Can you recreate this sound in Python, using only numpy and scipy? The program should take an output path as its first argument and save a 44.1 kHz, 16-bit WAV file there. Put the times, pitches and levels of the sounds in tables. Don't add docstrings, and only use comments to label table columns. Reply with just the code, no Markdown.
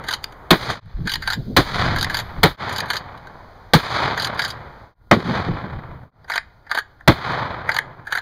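import sys
import numpy as np
from scipy import signal
from scipy.fft import rfft, irfft, next_fast_len
from scipy.io import wavfile
from scipy.ndimage import uniform_filter1d

SR = 44100
rng = np.random.default_rng(int(sys.argv[2]) if len(sys.argv) > 2 else 0)


def unload_audio(sound):
    columns = np.transpose(np.atleast_2d(sound))
    steps = np.round(np.clip(columns, -1, 1) * 32767)
    wavfile.write(sys.argv[1], SR, steps.astype(np.int16))


N = 362061
T = np.arange(N) / SR


def from_db(db):
    return 10 ** (np.asarray(db) / 20)


def rms_one(x):
    return x / np.sqrt(np.mean(x ** 2) + 1e-20)


def at_hz(points, hz):
    freqs, db = np.transpose(points)
    return np.interp(np.log(np.maximum(hz, 1)), np.log(freqs), db)


def noise(spectrum):
    size = next_fast_len(N)
    gain = from_db(at_hz(spectrum, np.fft.rfftfreq(size, 1 / SR)))
    coloured = irfft(rfft(rng.standard_normal(size)) * gain, size)
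    return rms_one(coloured[:N])


def bands(source, spectrum):
    centres_hz = np.geomspace(25, 18000, 20)
    hz = np.fft.rfftfreq(len(source), 1 / SR)
    coloured = rfft(source) * from_db(at_hz(spectrum, hz))
    parts = []
    for share in np.eye(len(centres_hz)):
        parts.append(irfft(coloured * np.interp(hz, centres_hz, share), len(source)))
    parts = np.array(parts)
    return centres_hz[:, None], parts / parts.sum(0).std()


def treble_share(hz, corner_hz=2500):
    return 1 / (1 + (corner_hz / hz) ** 2) ** 2


def lowpass(x, hz):
    return signal.sosfilt(signal.butter(2, min(hz, .45 * SR), fs=SR, output="sos"), x)


def highpass(x, hz):
    return signal.sosfilt(signal.butter(2, hz, "high", fs=SR, output="sos"), x)


def resonate(x, modes):
    out = 0
    for k, (hz, width_hz, db) in enumerate(modes):
        r = np.exp(-np.pi * width_hz / SR)
        numerator = np.array([1, 0, -1]) * (1 - r * r) / 2
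        denominator = [1, -2 * r * np.cos(2 * np.pi * hz / SR), r * r]
        out = out + (-1) ** k * from_db(db) * signal.lfilter(numerator, denominator, x + 1e-18)
    return out


def ringing(modes):
    t = T[:SR // 2]
    rows = []
    for hz, width_hz, db in modes:
        rows.append(from_db(db) * np.exp(-np.pi * width_hz * t) * np.sin(2 * np.pi * hz * t))
    return np.array(rows)


def add(track, s, sound):
    start = int(round(s * SR))
    sound = sound[max(-start, 0):max(N - start, 0)]
    track[max(start, 0):max(start, 0) + len(sound)] += sound


def boom(hz, peak_s=0.02):
    t = T[:SR // 8]
    swell = (t / peak_s * np.exp(1 - t / peak_s)) ** 4
    return swell * np.sin(2 * np.pi * hz * t)


# start in seconds, distant rumble, air and leaves in dB.
BACKGROUND_LEVELS = [(0, -45, -43.5, -71), (.804, -36, -57, -54), (2.567, -48, -47, -60.5),
                     (4.946, -46.5, -77, -70.5), (6.111, -52, -57.5, -69)]
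# frequency in Hz, relative density in dB per Hz.
RUMBLE_SPECTRUM = [(20, 0.5), (50, 4.5), (95, 3.5), (160, -7), (300, -15), (900, -44)]
AIR_SPECTRUM = [(100, -10.5), (350, -6), (900, -1), (1500, -7.5), (2300, -14.5), (5000, -30.5),
                (15000, -43)]
LEAVES_SPECTRUM = [(1000, -15), (3000, -6), (4400, 0), (6000, -10), (9000, -34.5), (15000, -31.5)]
# frequency in Hz, rms level in dB.
FAR_TONE = [(710.6, -71), (1421, -66)]


def clearing(hiss_db=-85):
    starts_s, *levels_db = np.transpose(BACKGROUND_LEVELS)
    row = np.searchsorted(starts_s[1:], T)
    out = hiss_db_noise = from_db(hiss_db) * rng.standard_normal(N)
    for db, spectrum in zip(levels_db, (RUMBLE_SPECTRUM, AIR_SPECTRUM, LEAVES_SPECTRUM)):
        out = out + from_db(db)[row] * noise(spectrum)
    for hz, db in FAR_TONE:
        out = out + from_db(db) * np.sqrt(2) * np.sin(2 * np.pi * hz * T)
    return out


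# peak in seconds, half-width to 1/e in seconds, rumble and flutter in dB before pickup.
GUSTS = [(.86, 0.042, -19, -50), (1.01, 0.034, -16, -30.5), (1.067, .015, -21, -22.5),
         (1.18, .06, -35, -39), (1.396, 0.027, -31, -27.5), (1.512, 0.047, -27, -28), (1.9, 0.17, -24, -30),
         (2.191, 0.056, -36, -62), (2.39, 0.027, -28.5, -35), (5.302, 0.046, -40, -22),
         (5.51, 0.043, -22, -25), (5.66, 0.027, -45.5, -30.5), (5.76, .03, -27, -39),
         (5.92, 0.085, -37, -52)]
# frequency in Hz, relative density in dB per Hz.
GUST_RUMBLE_SPECTRUM = [(20, -3), (50, -5.5), (110, 0.5), (160, -2.5), (250, -37), (500, -69)]
GUST_FLUTTER_SPECTRUM = [(80, -30.5), (170, 2), (280, -5.5), (450, -14.5), (700, -25.5), (2000, -78)]
# start in seconds, level in dB, frequency in Hz.
EDDIES = [(0.936, -8.5, 40), (0.975, -17, 105), (1.006, -25, 87), (1.377, -22.5, 142), (1.484, -23, 193),
          (2.365, -23, 40.7)]


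def wind(rumble_pickup_db=-0.5, flutter_pickup_db=-0.5):
    rumble = flutter = 0
    for s, width_s, rumble_db, flutter_db in GUSTS:
        swell = np.exp(-((T - s) / width_s) ** 2)
        rumble = rumble + from_db(rumble_db) * swell
        flutter = flutter + from_db(flutter_db) * swell
    out = from_db(rumble_pickup_db) * rumble * noise(GUST_RUMBLE_SPECTRUM)
    out = out + from_db(flutter_pickup_db) * flutter * noise(GUST_FLUTTER_SPECTRUM)
    for s, db, hz in EDDIES:
        add(out, s, from_db(db) * boom(hz))
    return out


def shifted(modes, pitch=1):
    moved = []
    for hz, width_hz, db in modes:
        moved.append((hz * pitch * rng.uniform(.96, 1.04), width_hz, db + rng.uniform(-3, 3)))
    return moved


# share of the travel 0-1, body in dB, treble re body in dB,
# rattle decay in seconds before the throw's length ratio, pitch ratio of the receiver.
OPENING_CONTACTS = [(0, 1.5, -8, .008, 1.01), (0.236, -4, 1, .011, 1.04), (.5, -5.5, 5.5, .008, .99),
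                    (0.746, 1.5, 1, 0.0058, 1.01), (1, 1, -0.5, 0.003, 1.12)]
CLOSING_CONTACTS = [(0, -10.5, -6.5, 0.013, 1.01), (.5, 4, -4, 0.007, 1.008), (.735, -2.5, 1.5, .009, .94),
                    (.92, 1, -4, .004, 1.017), (1.002, -3, 3.5, 0.0073, 1.05)]
# start in seconds, time to halfway in seconds, length in seconds, level in dB, treble in dB,
# first contact in dB, last contact in dB, growth over the throw in dB, rattle length ratio.
OPENING_THROWS = [(1.073, .045, .083, -11.5, -1, 2.5, 0.5, -1, 1),
                  (1.961, 0.05, .084, -16.5, 1.5, 2, 3.5, 2, 0.95),
                  (2.694, 0.067, 0.11, -19, 0, 2.5, 1, 8, 1.1),
                  (4.175, .046, 0.096, -17, -0.5, 0.5, -1.5, -1, 1.5),
                  (6.299, .038, .079, -9.5, -13.5, 2, 3, 2, 1.13),
                  (7.691, 0.053, .0965, -6.5, -14.5, 5.5, 5, 3.5, 0.67)]
CLOSING_THROWS = [(.039, 0.046, .097, -13, -4, -1, 0.5, 1.5, 1.1),
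                  (1.222, 0.053, 0.11, -12.5, -4.5, 4, 1.5, -1, 1.2),
                  (2.098, 0.046, .1, -13.5, -2.5, 7, -3.5, -0.5, 1.24),
                  (2.857, 0.045, 0.11, -11, -5.5, -10, 1, -10, 1.22),
                  (4.345, .048, .103, -10.5, -7, -9, 2.5, -3, 1.16),
                  (6.666, .048, 0.12, -6.5, -16.5, -13, -2, 4.5, 1),
                  (8.07, .054, .113, -7, -17.5, 0, -3.5, 2.5, 0.97)]
# time in seconds, body in dB, treble re body in dB,
# rattle decay in seconds.
CLICKS = [(.2415, -19.5, 7.5, 0.0022), (.323, -29, -13, .005), (0.858, -18.5, -18, .0031),
          (3.176, -36.5, -5, .0044), (3.271, -31.5, -11, 0.0043), (4.479, -28, 1.5, 0.019),
          (4.503, -28, 5, .008), (6.244, -30.5, -21, .0044), (6.278, -30.5, -33, 0.0027),
          (7.007, -27.5, -26, 0.0046)]


def contacts():
    rows = []
    for throws, pattern in ((OPENING_THROWS, OPENING_CONTACTS), (CLOSING_THROWS, CLOSING_CONTACTS)):
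        for start_s, halfway_s, length_s, db, treble_db, first_db, last_db, growth_db, looseness in throws:
            for k, (travel, contact_db, contact_treble_db, decay_s, pitch) in enumerate(pattern):
                s = start_s + np.interp(travel, [0, .5, 1], [0, halfway_s, length_s])
                force_db = db + growth_db * (travel - .5)
                force_db += first_db * (k == 0) + last_db * (k == len(pattern) - 1)
                rows.append((s, force_db + contact_db, treble_db + contact_treble_db,
                             decay_s * looseness, pitch))
    return rows + [(*click, 1) for click in CLICKS]


def contact_force(t, decay_s, strike_db=11, grain_db=1.0, slide_db=-19, slide_stretch=2.9):
    age = abs(t) / max(decay_s, .0005)
    push = np.where(t < 0, from_db(slide_db) * np.exp(-age / slide_stretch), np.exp(-age))
    grain = np.repeat(rng.standard_normal(len(t)), 20)[:len(t)]
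    force = push * rng.standard_normal(len(t)) * from_db(grain_db * grain)
    force *= np.linalg.norm(push) / np.linalg.norm(force)
    force[np.argmax(t >= 0)] += from_db(strike_db)
    return force


# frequency in Hz, width in Hz, level in dB.
BODY_MODES = [(437, 640, -17.5), (850, 170, -3), (1205, 100, -3), (1266, 270, -6), (1560, 198, 6.5),
              (1787, 317, 3.5), (2025, 480, -3)]
# frequency in Hz, width in Hz, level in dB.
STEEL_MODES = [(2840, 400, 4.5), (4090, 380, 6), (4170, 850, 3.5), (4624, 420, 8), (5970, 1300, -7.5),
               (7000, 650, -3.5), (8600, 3000, -13), (12200, 4600, -16.5)]
# frequency in Hz, width in Hz, level in dB before the shake.
SPRING_MODES = [(6218, 18, -49), (6950, 18, -40), (9090, 19, -43), (9950, 60, -42), (13220, 34, -47)]
# frequency in Hz, width in Hz, level in dB.
PING_MODES = [(4226, 6, -52), (6982, 10, -57), (9092, 9, -59), (11630, 8, -41), (11685, 9, -44)]


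def action(body_db=7, steel_db=6, ring_spread_db=14, full_ring_rattle_s=.008, ping_s=2.167):
    lead_s = .02
    t = T[:SR // 10] - lead_s
    out = np.zeros(N)
    springs = ringing(SPRING_MODES)
    for s, db, treble_db, decay_s, pitch in contacts():
        force = contact_force(t, decay_s)
        body = from_db(body_db) * resonate(force, shifted(BODY_MODES, pitch))
        steel = from_db(steel_db) * resonate(force, shifted(STEEL_MODES))
        add(out, s - lead_s, from_db(db) * (body + from_db(treble_db) * steel))
        shake = from_db(db + .5 * treble_db) * np.sqrt(abs(decay_s) / full_ring_rattle_s)
        spread = from_db(ring_spread_db * rng.random(len(SPRING_MODES)))
        add(out, s, (shake * spread) @ springs)
    add(out, ping_s, ringing(PING_MODES).sum(0))
    return out


def scatter(x, near_db=-12, near_t60_s=0.14, far_db=-25, far_t60_s=0.52, dull_hz=4500):
    t = T[:SR // 2]
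    tail = 0
    for db, t60_s in ((near_db, near_t60_s), (far_db, far_t60_s)):
        returns = rng.standard_normal(len(t)) * from_db(-60 * t / t60_s)
        tail = tail + from_db(db) * returns / np.linalg.norm(returns)
    return x + signal.fftconvolve(x, lowpass(tail, dull_hz))[:N]


# frequency in Hz, relative density in dB per Hz.
ECHO_SPECTRUM = [(30, -25), (70, 0.5), (130, 4.5), (220, -6), (360, -7.5), (600, -4.5), (1000, -0.5),
                 (2000, -4), (3200, -5.5), (4400, -5), (6300, -16), (9000, -21.5), (14000, -30.5)]
# seconds after the shot before stretch, relative level in dB.
ECHO_SWELL = [(0, 14.5), (.05, -6), (.1, -6), (.16, 4), (.23, 6), (.32, 1), (.5, -3.5), (.75, -10),
              (1.1, -30), (2.0, -58.5)]


def echo(treble_db, bass_db, stretch, trunks_per_s=140, trunk_db=16, clumps_db=2.4, air_db_per_s_khz=6.5):
    t = np.arange(2 ** 16 + 2 ** 14) / SR
    slaps = (rng.random(len(t)) < trunks_per_s / SR) * rng.standard_normal(len(t))
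    hz, parts = bands(rng.standard_normal(len(t)) + from_db(trunk_db) * slaps, ECHO_SPECTRUM)
    high = treble_share(hz)
    colour_db = treble_db * high + bass_db * (1 - treble_share(hz, corner_hz=300))
    surge = rms_one(uniform_filter1d(rng.standard_normal(len(t)), size=500))
    surge_db = clumps_db * surge * (1 - .5 * high)
    air_loss_db = air_db_per_s_khz * hz / 1000 * t
    swell_db = np.interp(t / stretch, *np.transpose(ECHO_SWELL))
    return (parts * from_db(colour_db + surge_db - air_loss_db)).sum(0) * from_db(swell_db)


def slap(corner_hz, decay_s, lowest_hz=130):
    t = T[:SR // 10]
    burst = lowpass(rng.standard_normal(len(t)), corner_hz)
    return rms_one(highpass(burst, lowest_hz)) * np.exp(-t / decay_s)


# frequency in Hz, relative density in dB per Hz.
BLAST_SPECTRUM = [(30, -8), (80, -2.5), (160, -1.5), (340, 0), (700, -5.5), (1200, -6), (2000, -8),
                  (3000, -9.5), (4200, -11), (6300, -30.5), (9000, -29.5), (14000, -32.5)]


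def blast(treble_db, bass_db, length_s, lowest_hz, crack_rise_s=0.00063, bass_lag_s=.012,
          treble_fall_db=11, body_fall_db=4, mid_fall_db=4, die_s=0.013):
    t = np.arange(2 ** 13) / SR
    hz, parts = bands(rng.standard_normal(len(t)), BLAST_SPECTRUM)
    high = treble_share(hz)
    low = 1 - treble_share(hz, corner_hz=240.2)
    rise = 1 - np.exp(-t / (crack_rise_s + bass_lag_s * low))
    spent = np.interp(t / length_s, [.28, .75], [0, 1])
    fall_db = -(body_fall_db + mid_fall_db * (1 - low) + treble_fall_db * high) * spent
    collapse = np.exp(-np.maximum(t - length_s, 0) / (die_s * (1 + 1.6 * high)))
    gain = from_db(treble_db * high + bass_db * low + fall_db)
    return highpass((parts * rise * gain * collapse).sum(0), lowest_hz)


# start in seconds, blast in dB, blast treble in dB, blast bass in dB, blast length in seconds,
# boom in Hz, boom in dB, echo in dB, echo treble in dB, echo bass in dB, echo time stretch ratio,
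# bank return in dB, bank dullness corner in Hz, lowest frequency of the blast in Hz.
SHOTS = [(0.5057, -0.5, 4.5, 0, 0.028, 165.3, -10, -29.5, 5, 2.5, 0.76, -15.5, 6000, 12),
         (1.565, -3.5, 6, 2.5, 0.029, 163.6, -13, -22.5, 2.5, -5.5, 1.244, -23, 5000, 20),
         (2.4318, -1.5, 6, 0.5, 0.028, 161, -12, -25.5, -7.5, -4, 1.25, -15, 5000, 41),
         (3.7346, -1.5, 6.5, 6, 0.019, 154, -7.5, -20.5, -0.5, -5, 1.283, -19, 6000, 18),
         (5.112, 7, -12.5, 2.5, 0.0084, 228, -10.5, -25.5, -6, 2.5, 1.152, -7, 900, 90),
         (7.0765, 0.5, 1.5, 9, 0.019, 314, -21, -22, -11.5, -4, 1.196, -10, 600, 15)]
# start in seconds, level in dB, dullness corner in Hz,
# decay in seconds.
HARD_RETURNS = [(0.7014, -18, 3500, 0.018), (1.8554, -16, 1910, .0033), (4.025, -24.5, 2940, 0.0022),
                (5.1651, -15, 320, 0.022), (5.485, -9.5, 200, 0.0046), (7.32, -24, 2480, 0.0044)]


def gunfire(earlier_shot_s=-0.68, earlier_echo_db=-16.5, earlier_treble_db=-6.5,
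            bank_delay_s=.0255, bank_decay_s=0.0031):
    out = np.zeros(N)
    add(out, earlier_shot_s, from_db(earlier_echo_db) * echo(earlier_treble_db, 0, 0.84))
    for (s, db, treble_db, bass_db, length_s, boom_hz, boom_db, echo_db, echo_treble_db, echo_bass_db,
         stretch, bank_db, bank_hz, lowest_hz) in SHOTS:
        add(out, s, from_db(db) * blast(treble_db, bass_db, length_s, lowest_hz))
        add(out, s, from_db(boom_db) * boom(boom_hz))
        add(out, s + bank_delay_s, from_db(bank_db) * slap(bank_hz, bank_decay_s))
        add(out, s, from_db(echo_db) * echo(echo_treble_db, echo_bass_db, stretch))
    for s, db, corner_hz, decay_s in HARD_RETURNS:
        add(out, s, from_db(db) * slap(corner_hz, decay_s))
    return out


def scene():
    return (clearing() + wind() + scatter(action()) + gunfire())[None]


# frequency in Hz, width in Hz.
HOUSING_NOTCHES = [(2730, 980), (5500, 1160), (7900, 2770), (10950, 1650)]
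# lowest point in seconds, fade-out in seconds, fade-in in seconds, depth in dB.
LEVEL_DIPS = [(0.803, 0.048, 0.45, -42), (2.567, 0.058, 0.051, -46), (4.946, 0.12, 0.17, -36.5),
              (6.111, 0.083, 0.14, -32.5)]


def record(dry, overload_level=.93, stopband_hz=16500):
    out = dry
    for hz, width_hz in HOUSING_NOTCHES:
        out = signal.lfilter(*signal.iirnotch(hz, hz / width_hz, fs=SR), out)
    out = overload_level * np.tanh(out / overload_level)
    for s, out_s, in_s, depth_db in LEVEL_DIPS:
        ramp = np.maximum((s - T) / out_s, (T - s) / in_s)
        out = out * np.clip(ramp, min(from_db(depth_db), 1), 1)
    return signal.sosfilt(signal.cheby2(14, 70, stopband_hz, fs=SR, output="sos"), out)


dry = scene()
out = record(dry)
unload_audio(out)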